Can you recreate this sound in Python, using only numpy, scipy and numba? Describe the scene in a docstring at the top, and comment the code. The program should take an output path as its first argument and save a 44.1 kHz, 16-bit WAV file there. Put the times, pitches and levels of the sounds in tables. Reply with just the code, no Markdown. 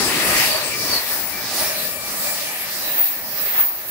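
"""Fast train past a platform

A passenger train rushes by two metres from a hand-held camera that turns to follow it.
Wheels and rail roar in noise bands that swell as the bogies pass; the rail rings in resonances and sings
on one tone; wheels squeal in brief falling tones, and broad whooshes swell between.
Thin whistles under the cars sweep down in pitch by Doppler, each with a wide hiss of air."""
import sys
import numpy as np
from scipy import signal
from scipy.io import wavfile
from scipy.ndimage import uniform_filter1d
from numba import njit

SR = 44100
rng = np.random.default_rng(int(sys.argv[2]) if len(sys.argv) > 2 else 0)


def gain_from_db(level_db):
    """Turn a decibel level (scalar or array-like) into a linear amplitude factor."""
    decades = np.asarray(level_db, float) / 20
    return 10 ** decades


def materialize(psi):
    """Save the field psi as 16-bit PCM at rate SR to the path in sys.argv[1].

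    A 1-D psi becomes a single channel; in a 2-D psi each row is a channel.
    """
    bounded = np.clip(np.atleast_2d(psi).T, -1, 1)
    quanta = np.round(bounded * 32767).astype(np.int16)
    wavfile.write(sys.argv[1], SR, quanta)


N = 171990  # samples, 3.9 s


def curve(points, hz):
    """Value of (Hz, value) points at hz, on a log frequency axis."""
    p = np.array(points, float)
    return np.interp(np.log(hz), np.log(p[:, 0]), p[:, 1])


def bump(x, centre, width):
    """A smooth bell-shaped swell, 1 at its centre."""
    return np.exp(-0.5 * ((x - centre) / width) ** 2)


def walk(rate):
    """Random levels held 1 / rate s and slewed twice; spread near 1."""
    hold = int(SR / rate)
    steps = np.repeat(rng.standard_normal(N // hold + 1), hold)
    return 1.17 * uniform_filter1d(uniform_filter1d(steps, hold), hold)[:N]


@njit
def svf(x, hz, width):
    """State-variable band-pass with a moving centre, gain 1 at the centre."""
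    y, band_state, low_state = np.empty(len(x)), 0., 0.
    for i in range(len(x)):
        g, k = np.tan(np.pi * hz[i] / SR), width / hz[i]
        v = (band_state + g * (x[i] - low_state)) / (1 + g * (g + k))
        band_state = 2 * v - band_state
        low_state = low_state + 2 * g * v
        y[i] = k * v
    return y


def band(hz, width, size=N):
    """Noise through two equal resonances in a row, rms 1."""
    hz, width = np.clip(hz * np.ones(size), 10, 0.45 * SR), float(width)
    y = svf(svf(rng.standard_normal(size), hz, width), hz, width)
    return y / np.std(y)


def ports(hz, width, likeness, at, pan_db=0):
    """A noise band at both microphone ports: a common part read at samples `at`, plus each port's own part."""
    likeness, size = np.clip(likeness, 0, 1), at.shape[1]
    source = band(hz, width, size)
    common = np.array([np.interp(a, np.arange(size), source) for a in at])
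    common /= np.std(common)
    own = np.array([band(hz, width, size), band(hz, width, size)])
    balance = gain_from_db(np.array([pan_db / 2, -pan_db / 2]).reshape(2, -1))  # positive: louder left
    return (np.sqrt(likeness) * common + np.sqrt(1 - likeness) * own) * balance


# How alike the two microphone ports hear a band: pitch_hz, common_share (of the power)
PORT_LIKENESS = [(40, 0.76), (125, 0.79), (640, 0.83), (1400, 0.53), (3100, 0.055), (8000, 0.18),
                 (15000, 0.041)]


def likeness_at(hz):
    """Share of the power common to both ports; the treble reaches them almost independently."""
    return curve(PORT_LIKENESS, hz)


RUMBLE_HZ, BODY_HZ, HISS_HZ, TOP_HZ = 98.5, 2480, 8100, 14700  # where each part of the roar rules

# The roar as the bogies pass, joined by straight lines: time_s, level_db, then the tilts
# rumble_db, hiss_db, top_hiss_db (each over the level, used less its own mean), and left_right_db of the hiss
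ROAR_PASSING = [(0.0, -27.5, -7, -0.5, -8, 6), (0.08, -29, -11.5, 3, -3, 4.5),
                (0.17, -26, -17, -2.5, -8.5, 4), (0.35, -23.5, -13, -4, -5, 3),
                (0.41, -24.5, -14, -2.5, -3, 4), (0.51, -28, -14, 2, -2.5, 3),
                (0.72, -31.5, -12, 0, -5.5, 4.5), (0.95, -28, -13, 1, -2, 1.5),
                (1.05, -34, -19, 1, -6, 3.5), (1.11, -28, -21, -5.5, -4, 2.5),
                (1.26, -38.5, -6.5, -0.5, 3, 7.5), (1.51, -34.5, -11, 1, -4.5, -2),
                (1.6, -27.5, -18, 2.5, -0.5, 0), (1.98, -37, -8, 0.5, -4, 4.5),
                (2.15, -35.5, -9, 3.5, 0.5, -1.5), (2.25, -32.5, -18, 2, 1.5, 0),
                (2.65, -34.5, -18, -3.5, -1.5, 2), (2.77, -34.5, -16, 0.5, 0.5, -1.5),
                (3.01, -31.5, -21, -12.5, -7, -1), (3.05, -34.5, -25.5, -7, -3, 0),
                (3.23, -39, -10.5, -4, 5, 0.5), (3.41, -35.5, -15.5, -3, 1, -5.5),
                (3.53, -35.5, -17, -4, -15, -1), (3.59, -33, -18, -16, -8, -7),
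                (3.67, -39, -16.5, -3, -16, 1.5), (3.9, -40.5, -13, -5.5, 12.5, -2.5)]


def roar_course(t):
    """Level, spectral tilts and left-right balance of the rolling noise over time."""
    rows = np.array(ROAR_PASSING, float)
    level_db, rumble, hiss, top, pan_db = (np.interp(t, rows[:, 0], c) for c in rows.T[1:])
    tilts = np.array([rumble, 0 * level_db, hiss, top])  # the body itself has no tilt
    tilts -= tilts.mean(axis=1, keepdims=True)
    return level_db, tilts, pan_db


def tilt_at(hz, tilts):
    """Tilt in dB at one pitch, blended between rumble, body, hiss and top."""
    centres = np.log([RUMBLE_HZ, BODY_HZ, HISS_HZ, TOP_HZ])
    weights = np.array([np.interp(np.log(hz), centres, e) for e in np.eye(4)])
    return weights @ tilts


# Average colour of the roar close to the track: pitch_hz, density_db (per Hz, relative)
ROAR_SPECTRUM = [(15, -40), (30, -27), (48, -6), (110, -8), (190, -2), (268, -4), (485, -5), (800, -1.5),
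                 (1430, -7), (2380, 2.5), (3200, -12), (4540, 2), (6450, -11), (9000, -5.5), (12300, -5.5),
                 (15700, -2)]


def rolling_roar(t, at):
    """Wheels rolling on rail: third-octave noise bands, each flickering a little on its own."""
    level_db, tilts, pan_db = roar_course(t)
    out, shared_flicker = 0, walk(16)
    for hz in 31.27 * 2 ** (np.arange(28) / 3):
        colour_db = curve(ROAR_SPECTRUM, hz) + 10 * np.log10(hz / 1000) - 7.5  # wider bands hold more power
        flicker_db = 2.62 * walk(8.98) + 1.9 * walk(24.91)
        flicker_db = flicker_db + 0.78 * min(hz / 6000, 1) * shared_flicker  # the treble flickers together
        gain = gain_from_db(level_db + colour_db + tilt_at(hz, tilts) + flicker_db)
        out = out + gain * ports(hz, 0.43 * hz, likeness_at(hz), at, pan_db * min(hz / 3000, 1))
    return out


RAIL_BLUR_S, RAIL_BLUR_DB = 2.83, -2.5  # the resonances sink into the rush over half a second around 2.83 s: centre_s, dB

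# Rail and wheel resonances: pitch_hz, width_hz, level_db (over the roar level)
RAIL_RESONANCES = [(609, 134, -9.5), (1211, 112, -11), (1745, 130, -9.5), (1896, 103, -10),
                   (4550, 570, -11), (9200, 120, -22)]


def rail_ringing(t, at):
    """Rail and wheels resonate on a few wavering tones, fed by the rolling."""
    level_db, tilts, pan_db = roar_course(t)
    blur_db = RAIL_BLUR_DB * np.clip(2 * (t - RAIL_BLUR_S) + 0.5, 0, 1)
    out = 0
    for hz, width, over_db in RAIL_RESONANCES:
        gain = gain_from_db(level_db + over_db + blur_db + tilt_at(hz, tilts) + 2.26 * walk(6.87))
        wavering_hz = hz * (1 + 0.0079 * walk(5.27))
        out = out + gain * ports(wavering_hz, width, likeness_at(hz), at, pan_db / 2)
    return out


WHISTLE_HZ, WHISTLE_WIDTH_HZ = 16480, 620  # pitch at the source
WHISTLE_AIR_HZ, WHISTLE_AIR_WIDTH_HZ = 14960, 6300
SPEED_M_S, DISTANCE_M = 40, 1.93  # train speed; nearest distance to the microphone
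BEAM_M, BEAM_WIDTH_M, TAIL_DB = 2.6, 1.6, -8  # loudest just after passing, faint tail
AIR_BEAM_M, AIR_SPREAD_M = 3.4, 5.6  # the hiss peaks later and spreads wider

# Whistles going by under the cars: abreast_s, tone_db, hiss_db, left_right_db
PASSING_WHISTLES = [(1.07, -31, -28, 5), (1.17, -36, -35, 16), (1.795, -37, -39, 18), (2.2, -44, -30, 9),
                    (2.84, -34, -26, -3), (2.95, -18, -20, 2.5), (3.375, -31, -22.5, -2),
                    (3.551, -18, -16.5, 0.5), (3.88, -40, -13.5, 3)]


def whistles(t, at):
    """Air whistles on the moving cars: Doppler bends the pitch down; a wide hiss comes along."""
    out = np.zeros((2, N))
    for abreast, tone_db, hiss_db, pan_db in PASSING_WHISTLES:
        i = slice(int((abreast - 0.5) * SR), int((abreast + 0.6) * SR))
        here = at[:, i] - i.start
        along = SPEED_M_S * (t[i] - abreast)  # metres past the microphone
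        r = np.hypot(along, DISTANCE_M)
        hz = WHISTLE_HZ / (1 + SPEED_M_S / 343 * along / r)  # 343 m/s: speed of sound
        edge = np.hanning(len(r))
        beam = bump(along, BEAM_M, BEAM_WIDTH_M) + gain_from_db(TAIL_DB) * edge * DISTANCE_M / r
        spread = edge / (1 + ((along - AIR_BEAM_M) / AIR_SPREAD_M) ** 2)
        tone = ports(hz, WHISTLE_WIDTH_HZ, 0.43, here, pan_db)
        hiss = ports(WHISTLE_AIR_HZ, WHISTLE_AIR_WIDTH_HZ, 0.076, here, pan_db)
        out[:, i] += gain_from_db(tone_db) * beam * tone + gain_from_db(hiss_db) * spread * hiss
    return out


SQUEAL_WIDTH = 0.04  # share of the pitch
SKIRT_WIDTH, SKIRT_DB = 0.12, -1  # rough noise around it: share of the pitch, dB over the tone

# Brief wheel squeals and low rail hums: centre_s, pitch_hz, level_db (of the tone), length_s,
# fall_hz_per_s (at the centre), left_right_db
SQUEALS_AND_HUMS = [(0.072, 8100, -32, 0.019, 4300, 14), (0.406, 5100, -32, .015, 500, 4),
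                    (0.414, 4640, -34, 0.13, 140, -10), (0.542, 4580, -26.5, .035, 540, -1),
                    (0.232, 1940, -30.5, 0.04, 270, 9), (.39, 1920, -30.5, 0.05, 300, 0),
                    (0.248, 2575, -32, .03, 300, 4), (0.669, 8200, -36, 0.036, 8100, 16),
                    (0.955, 4490, -21.5, .032, 3000, 1), (1.676, 5420, -31, 0.026, 2000, 3),
                    (1.795, 4080, -34, 0.031, 1500, -2), (2.874, 3940, -36, 0.051, 590, -1),
                    (0.543, 611, -31.5, 0.026, 17, 5), (1.7, 606.5, -41, 0.11, 150, 4),
                    (2.268, 585, -41, 0.06, 20, 7), (2.43, 579, -37.5, 0.035, 20, 8),
                    (2.884, 588, -39.5, 0.04, 18, 1)]


def squeals(t, at):
    """Each squeal or hum is a narrow noisy tone in a rough skirt that swells, falls in pitch and dies."""
    out = np.zeros((2, N))
    for centre, hz, db, length, fall, pan_db in SQUEALS_AND_HUMS:
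        i = slice(max(int((centre - 4 * length) * SR), 0), int((centre + 4 * length) * SR))
        here = at[:, i] - i.start
        glide = hz - 2 * fall * length * np.tanh((t[i] - centre) / (2 * length))
        tone = ports(glide, SQUEAL_WIDTH * hz, 0.2, here, pan_db)
        skirt = ports(glide, SKIRT_WIDTH * hz, 0.15, here, pan_db)
        out[:, i] += gain_from_db(db) * bump(t[i], centre, length) * (tone + gain_from_db(SKIRT_DB) * skirt)
    return out


SING_HZ, SING_WIDTH_HZ = 2338, 22

# The rail sings between bogies: centre_s, length_s, level_db (of the core)
RAIL_SONG = [(.15, 0.07, -34.5), (.77, 0.12, -34), (1.1, 0.07, -41), (1.38, 0.052, -34.5),
             (1.7, 0.046, -36), (1.98, 0.098, -36), (2.3, 0.065, -36.5), (2.55, 0.071, -37),
             (2.67, 0.04, -42.5)]


def singing(t, at):
    """One rail tone, a wavering core in a narrow blur, that comes and goes."""
    out = 0
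    for centre, length, db in RAIL_SONG:
        blur = gain_from_db(-2.0) * ports(SING_HZ + 9 * walk(7.9), SING_WIDTH_HZ, 0.33, at)
        core = gain_from_db(2.0 * walk(14.3)) * np.sin(2 * np.pi * SING_HZ * at / SR + 1.7 * walk(12))
        out = out + gain_from_db(db) * bump(t, centre, length) * (blur + core)
    return out


# Broad whooshes, as of gaps between cars, and an early low roar: centre_s, pitch_hz, level_db, length_s, width_hz
WIDE_SWELLS = [(0.103, 287, -30, 0.2, 315), (.385, 5900, -24, 0.029, 9000), (0.959, 1500, -32, 0.066, 4000),
               (1.622, 1800, -42, 0.11, 5000), (2.988, 1500, -37, 0.022, 3500),
               (3.588, 1700, -30, 0.038, 4000)]


def whooshes(t, at):
    """Rushes of air: wide noise bands that swell and die."""
    out = np.zeros((2, N))
    for centre, hz, db, length, width in WIDE_SWELLS:
        i = slice(max(int((centre - 0.6) * SR), 0), int((centre + 0.6) * SR))
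        noise = ports(hz, width, likeness_at(hz), at[:, i] - i.start)
        out[:, i] += gain_from_db(db) * bump(t[i], centre, length) * noise
    return out


TURN_S, TURN_SPAN_S, PORT_LAG_S = 1.55, 0.2, 0.00011  # the camera swings through the side view


def scene():
    """All sources at both ports; the lag between the ports flips as the camera turns."""
    t = np.arange(N) / SR
    lag = PORT_LAG_S * SR / 2 * np.tanh((t - TURN_S) / TURN_SPAN_S)  # samples, half for each port
    at = np.arange(N) + np.array([-lag, lag])
    train = rolling_roar(t, at) + rail_ringing(t, at) + whistles(t, at)
    return train + squeals(t, at) + singing(t, at) + whooshes(t, at)


def roll_off(x):
    """The treble ends steeply here."""
    return signal.sosfilt(signal.butter(12, 16020, fs=SR, output="sos"), x)


def record(dry):
    """The camera cuts the top steeply above 15690 Hz."""
    low_pass = signal.ellip(14, 0.2, 90, 15690, fs=SR, output="sos")
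    mix = signal.sosfilt(low_pass, dry)
    return roll_off(mix)


dry = scene()
out = record(dry)
materialize(out)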